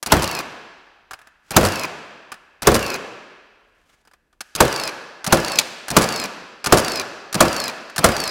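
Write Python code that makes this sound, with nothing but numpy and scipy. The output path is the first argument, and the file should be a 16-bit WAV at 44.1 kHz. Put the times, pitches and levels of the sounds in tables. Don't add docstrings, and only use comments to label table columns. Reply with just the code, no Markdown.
import sys
import numpy as np
from scipy import signal
from scipy.io import wavfile

SR = 44100
rng = np.random.default_rng(int(sys.argv[2]) if len(sys.argv) > 2 else 0)


def dump_mix(stems):
    frames = np.atleast_2d(stems).T
    limited = np.clip(frames, -1, 1)
    pcm = np.round(limited * 32767).astype(np.int16)
    wavfile.write(sys.argv[1], SR, pcm)


N = 366030
TIME = np.arange(N) / SR
EDGES_HZ = np.geomspace(22, 17500, 33)
BANDS_HZ = np.sqrt(EDGES_HZ[1:] * EDGES_HZ[:-1])


def from_db(db):
    return 10 ** (np.asarray(db) / 20)

def fade_per_sample(fade_s):
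    return from_db(-60 / (fade_s * SR))

def at_hz(table, hz):
    known_hz, values = np.transpose(table)
    return np.interp(np.log(hz), np.log(known_hz), values)

def band_pass(sound, band):
    sos = signal.butter(2, EDGES_HZ[band:band + 2], "band", fs=SR, output="sos")
    return signal.sosfilt(sos, sound)

def noise_bands():
    white = rng.standard_normal((2, N))
    bands = (band_pass(white[k % 2], k) for k in range(len(BANDS_HZ)))
    return np.array([band / band.std() for band in bands], dtype=np.float32)

def band_gains(colour):
    gains = from_db(at_hz(colour, BANDS_HZ)) * np.sqrt(np.diff(EDGES_HZ))
    return (gains / np.linalg.norm(gains)).astype(np.float32)

def flutter(per_s):
    points = rng.standard_normal(N // 10)
    return np.interp(TIME * per_s, np.arange(len(points)), points)

def impulses(times_s, levels_db):
    out = np.zeros(N)
    at = np.round(np.asarray(times_s) * SR).astype(int)
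    np.add.at(out, at[at < N], from_db(levels_db)[at < N])
    return out

def strike(noise, clicks, colour, fade_s, contact_s):
    contact = np.clip(contact_s * SR - np.arange(SR // 40), 0, 1)
    energy = signal.oaconvolve(clicks ** 2, contact / contact.sum())[:N].clip(1e-18)
    def envelope(seconds):
        return np.sqrt(signal.lfilter([1], [1, -fade_per_sample(seconds) ** 2], energy))
    gains = band_gains(colour)
    if np.ndim(fade_s) == 0:
        return (gains @ noise) * envelope(fade_s)
    return sum(gain * band * envelope(seconds) for gain, band, seconds in zip(gains, noise, fade_s))

def ring(notes, times_s, levels_db, scatter_db):
    out = np.zeros(N)
    for k, (hz, note_db, fade_s) in enumerate(notes):
        keep, angle = fade_per_sample(fade_s), 2 * np.pi * hz / SR
        clicks = impulses(times_s, levels_db + note_db + scatter_db * rng.standard_normal(len(times_s)))
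        feedback = [1, -2 * keep * np.cos(angle), keep ** 2]
        out += (-1) ** k * signal.lfilter([0, np.sin(angle)], feedback, clicks + 1e-18)
    return out


# pitch_hz, level_db
BACKGROUND_COLOUR = [(15, -29), (25, 4), (59, 2), (103, -7), (344, -7.5), (2020, -28), (5280, -30.5),
                     (13800, -33.5), (15000, -43.5)]

def background(noise, level_db=-69.5):
    return from_db(level_db) * (band_gains(BACKGROUND_COLOUR) @ noise)

# pitch_hz, level_db
STEEL_COLOUR = [(200, -9), (1000, -5), (2500, -3), (3300, -5), (4200, 2), (5200, 1), (6300, -0.5),
                (7600, -3), (10000, -1), (12500, -10.5), (15500, -12.5)]
HOUSING_COLOUR = [(60, -17), (250, -10.5), (550, -7), (800, -1.5), (1100, -3), (1550, 3.5), (2000, -9),
                  (2600, -5.5), (3500, -12), (8000, -20.5), (15500, -29.5)]
# pitch_hz, level_db, fade_s
SHELL_NOTES = [(770, -8, .04), (1200, -6, .04), (1500, -6, .04), (1732, -8, .045), (2490, -9, .035),
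               (4970, -11, .03)]

def small_parts(steel, wood, contacts):
    start_s, steel_db, housing_db = np.transpose(contacts)
    snap = strike(steel, impulses(start_s, steel_db + 3.3), STEEL_COLOUR, fade_s=.025, contact_s=.0022)
    knocks = impulses(start_s, housing_db - 2.5)
    housing = strike(wood, knocks, HOUSING_COLOUR, fade_s=.055, contact_s=.002)
    return snap + housing + ring(SHELL_NOTES, start_s, housing_db - 1, scatter_db=2)

# start_s, steel_db, housing_db
NOSE_TOUCHES = [(.027, -24, -25), (1.1095, -37.5, -28.5), (1.133, -38, -28.5), (2.3181, -34, -25.5),
                (4.4065, -25, -29), (5.2432, -24, -25), (5.882, -26, -24), (6.6424, -22.5, -21),
                (7.3268, -23.5, -28), (7.961, -23, -24)]
# start_s, steel_db, housing_db, bump_db
NOSE_PRESSES = [(.061, -21, -27, -32), (1.5068, -23.5, -28, -30.5), (2.6205, -23, -28.5, -30.5),
                (4.551, -18, -33, -37), (5.2647, -16.5, -23, -23), (5.903, -18, -29, -21),
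                (6.6605, -14.5, -18, -23.5), (7.343, -16, -21, -18), (7.9802, -15.5, -19, -24)]

def nose_clicks(steel, wood):
    def twice(rows, gap_s, change_db):
        first = np.array(rows)[:, :3]
        return np.vstack([first, first + [gap_s, change_db, change_db]])
    touches = twice(NOSE_TOUCHES, gap_s=.005, change_db=-4.5)
    presses = twice(NOSE_PRESSES, gap_s=.0085, change_db=-1.5)
    return small_parts(steel, wood, np.vstack([touches, presses]))

# pitch_hz, level_db
BUMP_COLOUR = [(40, -14), (100, -2), (155, 2), (260, -6), (700, -9), (2000, -28), (15000, -58.5)]

def nose_bumps(wood, travel_s=.003):
    start_s, *_, bump_db = np.transpose(NOSE_PRESSES)
    return strike(wood, impulses(start_s + travel_s, bump_db), BUMP_COLOUR, fade_s=.19, contact_s=.013)

LOAD_S, BRAKE_S, RUN_DOWN_S = .04, .289, .014

def rewind_stretches(first=.989, per_shot=.0027):
    return first + per_shot * np.arange(len(SHOTS))

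def motor_run(after_s, lead_s, start_hz=90, free_hz=290, loaded_hz=256, full_load_hz=220):
    settle_s, sag_hz_per_s, stop_db = .022, 218, -16
    starting = np.clip(-after_s / lead_s, 0, 1)
    loaded_s = np.maximum(after_s - LOAD_S, 0)
    settling_hz = (free_hz - loaded_hz) * np.exp(-loaded_s / settle_s)
    running_hz = loaded_hz + settling_hz - sag_hz_per_s * loaded_s
    load = np.clip((free_hz - running_hz) / (free_hz - full_load_hz), 0, 1)
    braking = np.exp(-((after_s - BRAKE_S) / RUN_DOWN_S) ** 2)
    stopping = np.clip((after_s - BRAKE_S) / RUN_DOWN_S, 0, 1)
    shaft_hz = (running_hz - (free_hz - start_hz) * starting) * (1 - .5 * stopping ** 2)
    def level(free_db, start_db, load_db, brake_db):
        return free_db + start_db * starting + load_db * load + brake_db * braking + stop_db * stopping
    grind_db = level(-25.2, start_db=-15, load_db=-7, brake_db=6)
    motor_db = level(-39, start_db=-26, load_db=5, brake_db=5)
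    lifter_db = level(-49.5, start_db=-10, load_db=23.5, brake_db=-2)
    return shaft_hz, grind_db, motor_db, lifter_db

# pitch_hz, level_db
GEARBOX_RESPONSE = [(500, -8), (900, -0.5), (1600, -5.5), (2450, 0), (3000, -2.5), (3500, -1.5), (4100, -5),
                    (4500, 0.5), (5050, 2), (5500, -9), (7500, -7), (10000, -14)]

def gear_whine(tones, shaft_hz, turns, rough_db):
    out, on = np.zeros(N), shaft_hz > 0
    for per_turn, tone_db in tones:
        level_db = tone_db + at_hz(GEARBOX_RESPONSE, per_turn * shaft_hz[on])
        level_db += rough_db * flutter(170)[on]
        slack = .7 * flutter(450)[on]
        out[on] += from_db(level_db) * np.sin(2 * np.pi * per_turn * turns[on] + slack)
    return out

# cycles_per_turn, level_db
MOTOR_TONES = [(3, -6.5), (5, -6), (10, -11.5), (12, -3)]
LIFTER_TONES = [(20, -1), (24, -3), (36, -10)]
# pitch_hz, level_db
GRIND_COLOUR = [(40, -18), (90, -8.5), (140, 2), (400, 4.5), (750, 4.5), (1200, 3.5), (2000, -4.5),
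                (2550, 1), (3300, -11), (4800, -5.5), (8000, -22.5), (10000, -20.5), (12500, -19),
                (15500, -20.5)]

def motor(noise, tremble=.0055, spin_up_db=11, hidden_share=.35, grit_db=2.5):
    shaft_hz, grind_gain, motor_gain, lifter_gain = np.zeros((4, N))
    for (shot_s, *_, facing_db), (press_s, *_), stretch in zip(SHOTS, NOSE_PRESSES, rewind_stretches()):
        on = (TIME > press_s) & (TIME < shot_s + (BRAKE_S + RUN_DOWN_S) * stretch)
        hz, grind_db, motor_db, lifter_db = motor_run((TIME[on] - shot_s) / stretch, shot_s - press_s)
        shaft_hz[on] = hz / stretch
        motor_db += spin_up_db * (TIME[on] < shot_s)
        motor_db -= hidden_share * facing_db
        grind_gain[on], motor_gain[on] = from_db([grind_db, motor_db])
        lifter_gain[on] = from_db(lifter_db + facing_db)
    turns = np.cumsum(shaft_hz * (1 + tremble * flutter(400))) / SR
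    whine = motor_gain * gear_whine(MOTOR_TONES, shaft_hz, turns, rough_db=4.8)
    whine += lifter_gain * gear_whine(LIFTER_TONES, shaft_hz, turns, rough_db=4)
    grind = grind_gain * (band_gains(GRIND_COLOUR) @ noise)
    return whine + grind * from_db(grit_db * flutter(1100))

# start_s, crack_db, thud_db, beam_db, bench_db, facing_db
# (facing_db is higher the more openly the lifter faces the microphone)
SHOTS = [(0.1199, 0, -3, -3, -1, -8.5), (1.5643, 2.5, -2.5, -5.5, -2, -11),
         (2.6705, 0.5, -1.5, -3.5, -2.5, -11.5), (4.6039, 1, -4, -2, -11.5, -5),
         (5.3241, 1.5, -5, 1, -10, -3), (5.9656, 3, -2.5, 0, -8.5, -4), (6.723, 1.5, -2, -0.5, -11.5, -3),
         (7.405, 1.5, -2, 3, -8.5, -2.5), (8.0418, 1.5, -3, 0.5, -9, -2)]
# pitch_hz, level_db
CRACK_COLOUR = [(60, 12), (160, 10), (400, 4.5), (800, 10), (1300, 11), (2100, -1.5), (3200, -2.5),
                (4500, 2), (7000, 1.5), (10000, -0.7), (15500, -9)]
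THUD_COLOUR = [(30, -13), (70, -7.5), (160, -1.5), (280, -2.5), (550, 1.5), (850, -3.5), (1400, -2.5),
               (2000, -11.5), (3200, -19.5), (5000, -23.5), (10000, -31.5), (15500, -29)]
# pitch_hz, fade_s
THUD_FADES = [(50, .2), (160, .22), (550, 0.17), (1400, 0.082), (4000, 0.14), (15000, 0.11)]
# pitch_hz, level_db, fade_s
BEAM_NOTES = [(150, -19, 0.084), (227.4, -17.5, 0.18), (339.6, -17, 0.27), (477, -20, .24),
              (536.8, -17, .14), (616, -16.5, 0.19), (1124, -15.5, .09), (1420, -34, .08)]
BENCH_NOTES = [(36, -23, 0.2), (65, -15, 0.31), (97.7, -20, .25), (131, -18, 0.32), (170, -13, 0.21)]

def shots(steel, wood, travel_s=.003, rebound_s=.018):
    start_s, crack_db, thud_db, beam_db, bench_db, facing_db = np.transpose(SHOTS)
    hit_s = start_s + travel_s
    crack = strike(steel, impulses(start_s, crack_db + .3), CRACK_COLOUR, fade_s=.032, contact_s=.0042)
    rebounds = impulses(start_s + rebound_s, facing_db - 14)
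    rebound = strike(steel, rebounds, STEEL_COLOUR, fade_s=.04, contact_s=.004)
    fades_s = at_hz(THUD_FADES, BANDS_HZ)
    thud = strike(wood, impulses(hit_s, thud_db - 2), THUD_COLOUR, fades_s, contact_s=.002)
    beam = ring(BEAM_NOTES, hit_s, beam_db, scatter_db=1.3)
    bench = ring(BENCH_NOTES, hit_s, bench_db, scatter_db=1.3)
    return crack + rebound + thud + beam + bench

# start_s, steel_db, wood_db, bench_db
HARD_LANDINGS = [(.2217, -20, -19, -16), (1.630, -28, -12, -7), (1.6501, -16, -16, -14),
                 (2.7426, -15, -12.5, -9), (6.0188, -16.5, -18, -22), (6.7732, -12.5, -16, -20)]

def bounces(steel, wood, recoil_s=.0463, chatter_s=.0095, loss_db=3):
    recoils = [(shot_s + recoil_s, -24, -14.5, bench_db - 7) for shot_s, *_, bench_db, _ in SHOTS]
    chatter = [(land_s + k * chatter_s, steel_db - k * loss_db, wood_db, bench_db)
               for land_s, steel_db, wood_db, bench_db in HARD_LANDINGS for k in range(3)]
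    start_s, steel_db, wood_db, bench_db = np.transpose(recoils + chatter)
    clink = strike(steel, impulses(start_s, steel_db + 2), STEEL_COLOUR, fade_s=.036, contact_s=.00068)
    thud = strike(wood, impulses(start_s, wood_db - 4), THUD_COLOUR, fade_s=.076, contact_s=.003)
    beam = ring(BEAM_NOTES, start_s, wood_db + 2.5, scatter_db=1.5)
    bench = ring(BENCH_NOTES, start_s, bench_db, scatter_db=.5)
    return clink + thud + beam + bench

# pitch_hz, level_db
PIN_COLOUR = [(400, -11), (1500, -4), (3400, -9.5), (4200, -0.5), (4900, 2), (5800, -2.5), (7300, -3.5),
              (8500, -9.5), (10000, -5.5), (12500, -13), (15500, -16.5)]

def lifter_teeth(steel, pickup_s=.076, first_tooth_s=.1228, gap_s=.035, slowing=.045, count=5):
    gaps_s = gap_s * (1 + slowing) ** np.arange(count)
    catches_s = first_tooth_s + np.cumsum(gaps_s) - gaps_s
    releases_s = catches_s + .42 * gaps_s
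    after_s = np.r_[pickup_s, catches_s, releases_s]
    levels_db = np.r_[-19, np.full(count, -15.2), np.full(count, -25)]
    clicks = sum(impulses(shot_s + stretch * after_s, levels_db + .4 * facing_db)
                 for (shot_s, *_, facing_db), stretch in zip(SHOTS, rewind_stretches()))
    return strike(steel, clicks, PIN_COLOUR, fade_s=.019, contact_s=.001)

# start_s, level_db
STRIP_TICKS = [(1.1897, -42), (1.215, -44), (1.271, -41), (2.3405, -37), (4.051, -52), (4.0736, -44.5),
               (4.1124, -50), (4.135, -44), (4.3276, -53), (5.6114, -28), (7.8975, -33)]

def nail_strip(steel, wood):
    return small_parts(steel, wood, [(start_s, db - 9.5, db) for start_s, db in STRIP_TICKS])

# peak_s, level_db, rise_db_per_s, fall_db_per_s
HANDLING_RUSTLES = [(1.5, -54, 270, 600), (3.94, -62, 55, 150)]
# pitch_hz, level_db
RUSTLE_COLOUR = [(60, -5.5), (150, 2), (400, -2), (1500, 0), (3500, -5.5), (7000, -9.5), (15500, -23)]

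def handling(noise, rough_db=3.5):
    swells_db = [db - np.maximum(rise * (peak_s - TIME), fall * (TIME - peak_s))
                 for peak_s, db, rise, fall in HANDLING_RUSTLES]
    level_db = np.max(swells_db, axis=0) + rough_db * flutter(120)
    return from_db(level_db) * (band_gains(RUSTLE_COLOUR) @ noise)

def turn_sideways(sound, turn_s=(3.5, 4.3), shade=.22, cutoff_hz=11500):
    dull = signal.sosfilt(signal.butter(2, cutoff_hz, fs=SR, output="sos"), sound)
    side_on = np.interp(TIME, turn_s, [0, 1])
    return sound + shade * side_on * (dull - sound)

# pitch_hz, level_db
CLACK_COLOUR = [(200, -18), (900, -8.5), (1600, -8.5), (2000, -15), (2450, 3), (3000, -10.5), (3600, 0),
                (4400, 1.5), (5200, -9), (6500, -3.5), (10000, -10.5), (15500, -14)]

def clack(steel, start_s=5.5867, level_db=-1):
    return strike(steel, impulses([start_s], [level_db]), CLACK_COLOUR, fade_s=.032, contact_s=.002)

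# pitch_hz, level_db
ECHO_LEVELS = [(40, -14.5), (100, -6), (230, -1), (500, 0.5), (1000, -0.5), (1350, 0.5), (1700, 3.5),
               (2050, -0.5), (2700, 0.5), (3600, -1.5), (5200, -4), (8000, -3.5), (15500, -9.5)]
# pitch_hz, fade_s
ECHO_FADES = [(60, .7), (200, 1.19), (600, 1.414), (1700, 1.704), (3000, 1.63), (5000, 1.35), (8000, 0.82),
              (15000, 0.54)]
# pitch_hz, width_hz, level_db
ECHO_PEAKS = [(1710, 67, -5.5), (2600, 220, -7.5)]

def workshop_echo(sound, noise, echo_db=-10.7, build_s=.019):
    echo, fill = np.zeros(N), np.exp(-1 / (build_s * SR))
    for k, hz in enumerate(BANDS_HZ):
        keep = fade_per_sample(at_hz(ECHO_FADES, hz)) ** 2
        power = band_pass(sound, k) ** 2
        energy = signal.lfilter([10 * (1 - fill) / SR], [1, -keep - fill, keep * fill], power)
        echo += from_db(echo_db + at_hz(ECHO_LEVELS, hz)) * noise[k] * np.sqrt(np.abs(energy))
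    return echo + sum(from_db(db) * signal.lfilter(*signal.iirpeak(hz, hz / width_hz, fs=SR), echo)
                      for hz, width_hz, db in ECHO_PEAKS)

def scene(rattle_db=1.5, clicks_to_room_db=-4):
    wood = noise_bands()
    steel, air, room = (np.roll(wood, k * N // 4, axis=1) for k in range(1, 4))
    steel = steel * from_db(rattle_db * flutter(1600)).astype(np.float32)
    tool = nose_bumps(wood) + shots(steel, wood) + bounces(steel, wood)
    tool += lifter_teeth(steel) + motor(air)
    clicks = nose_clicks(steel, wood) + nail_strip(steel, wood) + clack(steel)
    rustle = handling(air)
    echo = workshop_echo(tool + from_db(clicks_to_room_db) * clicks + rustle, room)
    return (turn_sideways(tool + clicks) + echo + rustle + background(wood))[None]

def record(dry, cutoff_hz=15850):
    flattened = np.clip(dry, -1, 1)
    return signal.sosfilt(signal.ellip(10, .1, 70, cutoff_hz, fs=SR, output="sos"), flattened)


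dry = scene()
out = record(dry)
dump_mix(out)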